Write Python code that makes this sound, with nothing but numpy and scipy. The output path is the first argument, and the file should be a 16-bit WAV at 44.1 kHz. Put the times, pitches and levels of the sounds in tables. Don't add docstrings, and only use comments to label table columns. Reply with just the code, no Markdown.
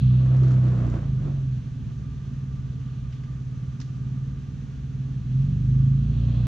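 import sys
import numpy as np
from scipy import signal
from scipy.fft import rfft, irfft, next_fast_len
from scipy.io import wavfile

SR = 44100
rng = np.random.default_rng(int(sys.argv[2]) if len(sys.argv) > 2 else 0)


def dump(signal):
    limited = np.clip(np.atleast_2d(signal).T, -1, 1)
    pcm = np.round(limited * 32767).astype(np.int16)
    wavfile.write(sys.argv[1], SR, pcm)


N = 285306
SIZE = next_fast_len(N + SR // 2)


def from_db(db):
    return 10 ** (np.asarray(db) / 20)


def rms_one(x):
    return x / np.sqrt(np.mean(x ** 2) + 1e-20)


def in_time(rows):
    s, value = np.transpose(rows)
    return np.interp(np.arange(N) / SR, s, value)


def at_hz(points):
    bin_hz = np.maximum(np.arange(SIZE // 2 + 1) * SR / SIZE, 1)
    table_hz, value = np.transpose(points)
    return np.interp(np.log(bin_hz), np.log(table_hz), value)


def drift(rate_hz):
    knots = rng.standard_normal(N // 100 + 2)
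    return np.interp(np.arange(N) * rate_hz / SR, np.arange(len(knots)), knots)


def noise():
    return rng.standard_normal((3, N))


def coloured(x, tone):
    spectrum = rfft(x, SIZE) * from_db(at_hz(tone))
    return rms_one(irfft(spectrum, SIZE)[..., :N])


def resonance(x, hz, width_hz):
    r = np.exp(-np.pi * width_hz / SR)
    b = [(1 - r * r) / 2, 0, (r * r - 1) / 2]
    a = [1, -2 * r * np.cos(2 * np.pi * hz / SR), r * r]
    return signal.lfilter(b, a, x)


def resonance_twice(x, hz, width_hz):
    return resonance(resonance(x, hz, width_hz), hz, 2 * width_hz)


def butter(x, order, hz, kind):
    return signal.sosfilt(signal.butter(order, hz, kind, fs=SR, output="sos"), x)


def exhaust(load_db, swing_db):
    # time in seconds, firings per second of one bank.
    revs = [(0.0, 31.2), (0.32, 32.4), (0.65, 31.3), (0.9, 29.8), (1.24, 23.5), (1.6, 20.2), (1.75, 20.3),
            (2.7, 18.3), (4.0, 18.3), (4.34, 19.4), (4.5, 19.7), (5.1, 18.7), (5.49, 24.0), (5.6, 25.3),
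            (5.71, 26.1), (5.98, 27.1), (6.14, 29.0), (6.47, 30.5)]
    far_bank = [(19, .15), (24, .25), (31, .32)]
    # centre in Hz, width in Hz, relative level in dB.
    pipe_modes = [(66.96, 10, -16.5), (93.8, 14, -10.5), (130, 7.7, 6.5), (146.3, 25.3, -7.5),
                  (186.7, 12, -11.5), (244.2, 28, -22)]
    scatter_db = .9
    boom_db, boom_follows = -37, 1.52

    bank_hz = in_time(revs)
    firings = np.cumsum(2 * bank_hz) / SR + 0.2823
    at = np.flatnonzero(np.diff(np.floor(firings)))
    far_share = np.interp(bank_hz[at], *np.transpose(far_bank))
    bank = np.where(np.arange(len(at)) % 2, far_share, 1)
    pulses = np.zeros(N) + 1e-18
    pulses[at] = bank * from_db(scatter_db * rng.standard_normal(len(at)))

    pipe = np.zeros(N)
    for k, (hz, width_hz, db) in enumerate(pipe_modes):
        pipe += (-1) ** k * from_db(db) * resonance(pulses, hz, width_hz)
    pipe = butter(pipe, 6, 268, "low")
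    pipe = butter(pipe, 4, 46, "high")

    boom_level = from_db(boom_db + boom_follows * swing_db + drift(3.7))
    boom = np.sqrt(2) * np.sin(2 * np.pi * firings) * boom_level
    boom = butter(boom, 4, 48, "high")
    return rms_one(pipe) * from_db(load_db) + boom


def rumble(swing_db):
    # frequency in Hz, relative level in dB per Hz.
    tone = [(8, -32.5), (22, -20), (35, -18), (60, -1), (90, -4), (130, -9), (200, -9), (260, -11),
            (310, -24), (420, -27), (520, -40), (1400, -87)]
    rumble_db, follows = -38, 0.38
    drone_hz, drone_width_hz, drone_db = 60, 5, -43
    lumps = coloured(noise(), tone) * from_db(rumble_db + follows * swing_db + 0.47 * drift(9))
    drone = rms_one(resonance_twice(noise(), drone_hz, drone_width_hz))
    return lumps + from_db(drone_db) * drone


def scrub():
    # slip start in seconds, full level in seconds, grip regained in seconds, level in dB.
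    slips = [(0.0, .42, 0.57, -40), (0.546, .8, 0.96, -40), (1.174, 1.24, 1.277, -45),
             (5.95, 6.4, 6.5, -48)]
    # frequency in Hz, relative level in dB per Hz.
    tone = [(160, -35.5), (280, -2), (330, -1), (417, -11.5), (666, -12), (853, -21.5), (1080, -16.5),
            (1740, -26), (5030, -45), (6360, -42.5), (7500, -46), (9750, -78), (16500, -120)]
    grip_db_per_s, grains_per_s = 81, 4000
    t = np.arange(N) / SR
    level = np.zeros(N)
    for start, full, grip, db in slips:
        rise = np.clip((t - start) / (full - start), 0, 1)
        level += rise * from_db(db - grip_db_per_s * np.maximum(t - grip, 0))
    grains = (rng.random(N) < grains_per_s / SR) * from_db(2.8 * rng.exponential(1, N))
    slip = noise() * (rms_one(grains) + 1.1)
    return coloured(slip, tone) * level * from_db(1.5 * drift(45))


def engine_bay(swing_db):
    # frequency in Hz, relative level in dB per Hz.
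    hiss_tone, rush_tone = [(240, -29.5), (400, -6.5), (573, -10), (810, -9.5), (1080, -11.5), (1170, -8),
                            (1280, -12.5), (1520, -9), (2100, -15), (3090, -16), (5070, -22), (6250, -17.5),
                            (7720, -29.5), (10000, -64.5), (17000, -120)], [(1500, -61), (2500, -9.5), (3000, -10), (3300, -8),
                                               (3700, -11.5), (4300, -11.5), (6500, -58)]
    rush_db, whine_db = in_time([(0, -53), (.3, -61.5), (1.0, -66.5), (2.6, -71), (3.0, -67), (3.3, -74),
                                 (5.15, -69), (5.4, -64), (5.6, -67.5), (6.05, -64.5), (6.2, -57.5),
                                 (6.47, -57)]), in_time([(0, -68.5), (.9, -60.5), (1.6, -74), (2.05, -65.5),
                                                        (4.1, -65), (5.0, -73.5), (6.0, -66.5), (6.47, -76)])
    hiss_db, follows, flicker_db = -58.5, .08, .6
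    whine_hz, whine_width_hz = 1192, 55
    hiss_level = from_db(hiss_db + follows * swing_db + flicker_db * drift(26))
    hiss = coloured(noise(), hiss_tone) * hiss_level
    rush = coloured(noise(), rush_tone) * from_db(rush_db + drift(28))
    whine = rms_one(resonance_twice(noise(), whine_hz, whine_width_hz))
    return hiss + rush + whine * from_db(whine_db + drift(34))


def knocks():
    # start in seconds, level before the envelope in dB, centre in Hz.
    stones = [(0.434, -38, 1074), (0.421, -29.5, 328), (.5065, -38, 1280), (1.261, -31, 292),
              (1.783, -26.5, 67.2), (2.496, -31, 60.2), (3.799, -46, 965), (3.814, -45.5, 1730)]
    decay_cycles = 44
    out, t = np.zeros((3, N)), np.arange(SR // 2) / SR
    for s, db, hz in stones:
        thud = rms_one(resonance_twice(rng.standard_normal((3, len(t))), hz, .3 * hz))
        i, age = round(s * SR), t * hz / decay_cycles
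        out[:, i:i + len(t)] += thud * (1 - np.exp(-30 * age)) * from_db(db - 60 * age)
    return out


def snaps_and_scuffs():
    # start in seconds, starting level before the low-pass in dB, centre in Hz,
    # time to die by 60 dB in seconds. The two slowest to die are the scuffs.
    bursts = [(0.367, -49, 5500, .012), (0.4333, -47.5, 3800, .012), (0.4434, -50.5, 5000, .01),
              (0.481, -50, 5500, .015), (.507, -52.5, 5500, .012), (0.517, -50, 4700, .015),
              (.684, -52.5, 3500, .015), (.8665, -53, 5600, .02), (0.8994, -49, 6500, .015),
              (3.124, -56.5, 2270, .25), (3.235, -55.5, 1500, 0.1), (3.802, -46, 4700, .035),
              (3.8136, -44, 4440, .04)]
    tail_t60_s, tail_db = 0.53, -16
    out, t = np.zeros((3, N)), np.arange(SR // 6) / SR
    for s, db, hz, t60_s in bursts:
        burst = rms_one(resonance(rng.standard_normal((3, len(t))), hz, .8 * hz))
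        i = round(s * SR)
        body = from_db(db - 60 * t / t60_s)
        tail = from_db(db + tail_db - 60 * t / tail_t60_s)
        out[:, i:i + len(t)] += burst * (body + tail)
    return signal.sosfilt(signal.cheby2(6, 21.0, 8000, fs=SR, output="sos"), out)


def mic_hiss():
    # frequency in Hz, relative level in dB per Hz.
    tone = [(6000, -31), (8200, -5.5), (10000, -5.5), (12500, -14.5), (14500, -19.5)]
    level_db = -85.5
    return from_db(level_db) * coloured(noise(), tone)


def ports(x, side):
    # frequency in Hz, direct share of the power (0-1).
    likeness = [(40, .75), (70, .8), (120, .95), (240, .93), (500, .8), (1000, .77), (2000, .82),
                (4000, .58), (8000, .4)]
    # frequency in Hz, phase by which left leads in radians.
    lead = [(100, 0), (430, -.3), (860, 1.9), (1120, 1.1), (1900, 1.0), (2150, 1.2), (2580, -.1),
            (3200, .4), (7400, -.3)]
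    direct, *scattered = rfft(x, SIZE)
    alike = np.clip(at_hz(likeness), 0, 1)
    tilt = (at_hz(side) * np.log(10) / 20 + 1j * at_hz(lead)) / 2
    mixed = np.sqrt(alike) * direct + np.sqrt(1 - alike) * np.array(scattered)
    return irfft(mixed * np.exp([tilt, -tilt]), SIZE)[:, :N]


def scene():
    load_db = in_time([(0, -17.5), (.3, -23.5), (.8, -20.5), (1.2, -23), (1.47, -26), (1.62, -28),
                       (2.3, -29), (3.0, -30.5), (3.9, -30), (4.2, -27.5), (4.7, -29.5), (5.15, -28),
                       (5.4, -21.5), (5.8, -18.5), (6.47, -19)])
    # frequency in Hz, left minus right in dB.
    truck_side, tyre_side = [(60, -0.9), (130, -1.1), (300, -4.5), (660, -3.5), (1470, -4), (2500, 0.5),
                             (4300, -2)], [(170, -2), (510, -5), (860, -7.5), (1470, 4.5),
                                                 (4300, 0.5)]
    swing_db = load_db - load_db.mean()
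    truck = rumble(swing_db) + engine_bay(swing_db) + snaps_and_scuffs() + mic_hiss()
    truck[0] += exhaust(load_db, swing_db)
    tyre = scrub() + knocks()
    return ports(truck, truck_side) + ports(tyre, tyre_side)


def record(dry):
    cutoff_hz = 14200
    return signal.sosfilt(signal.cheby2(12, 60, cutoff_hz, fs=SR, output="sos"), dry)


dry = scene()
out = record(dry)
dump(out)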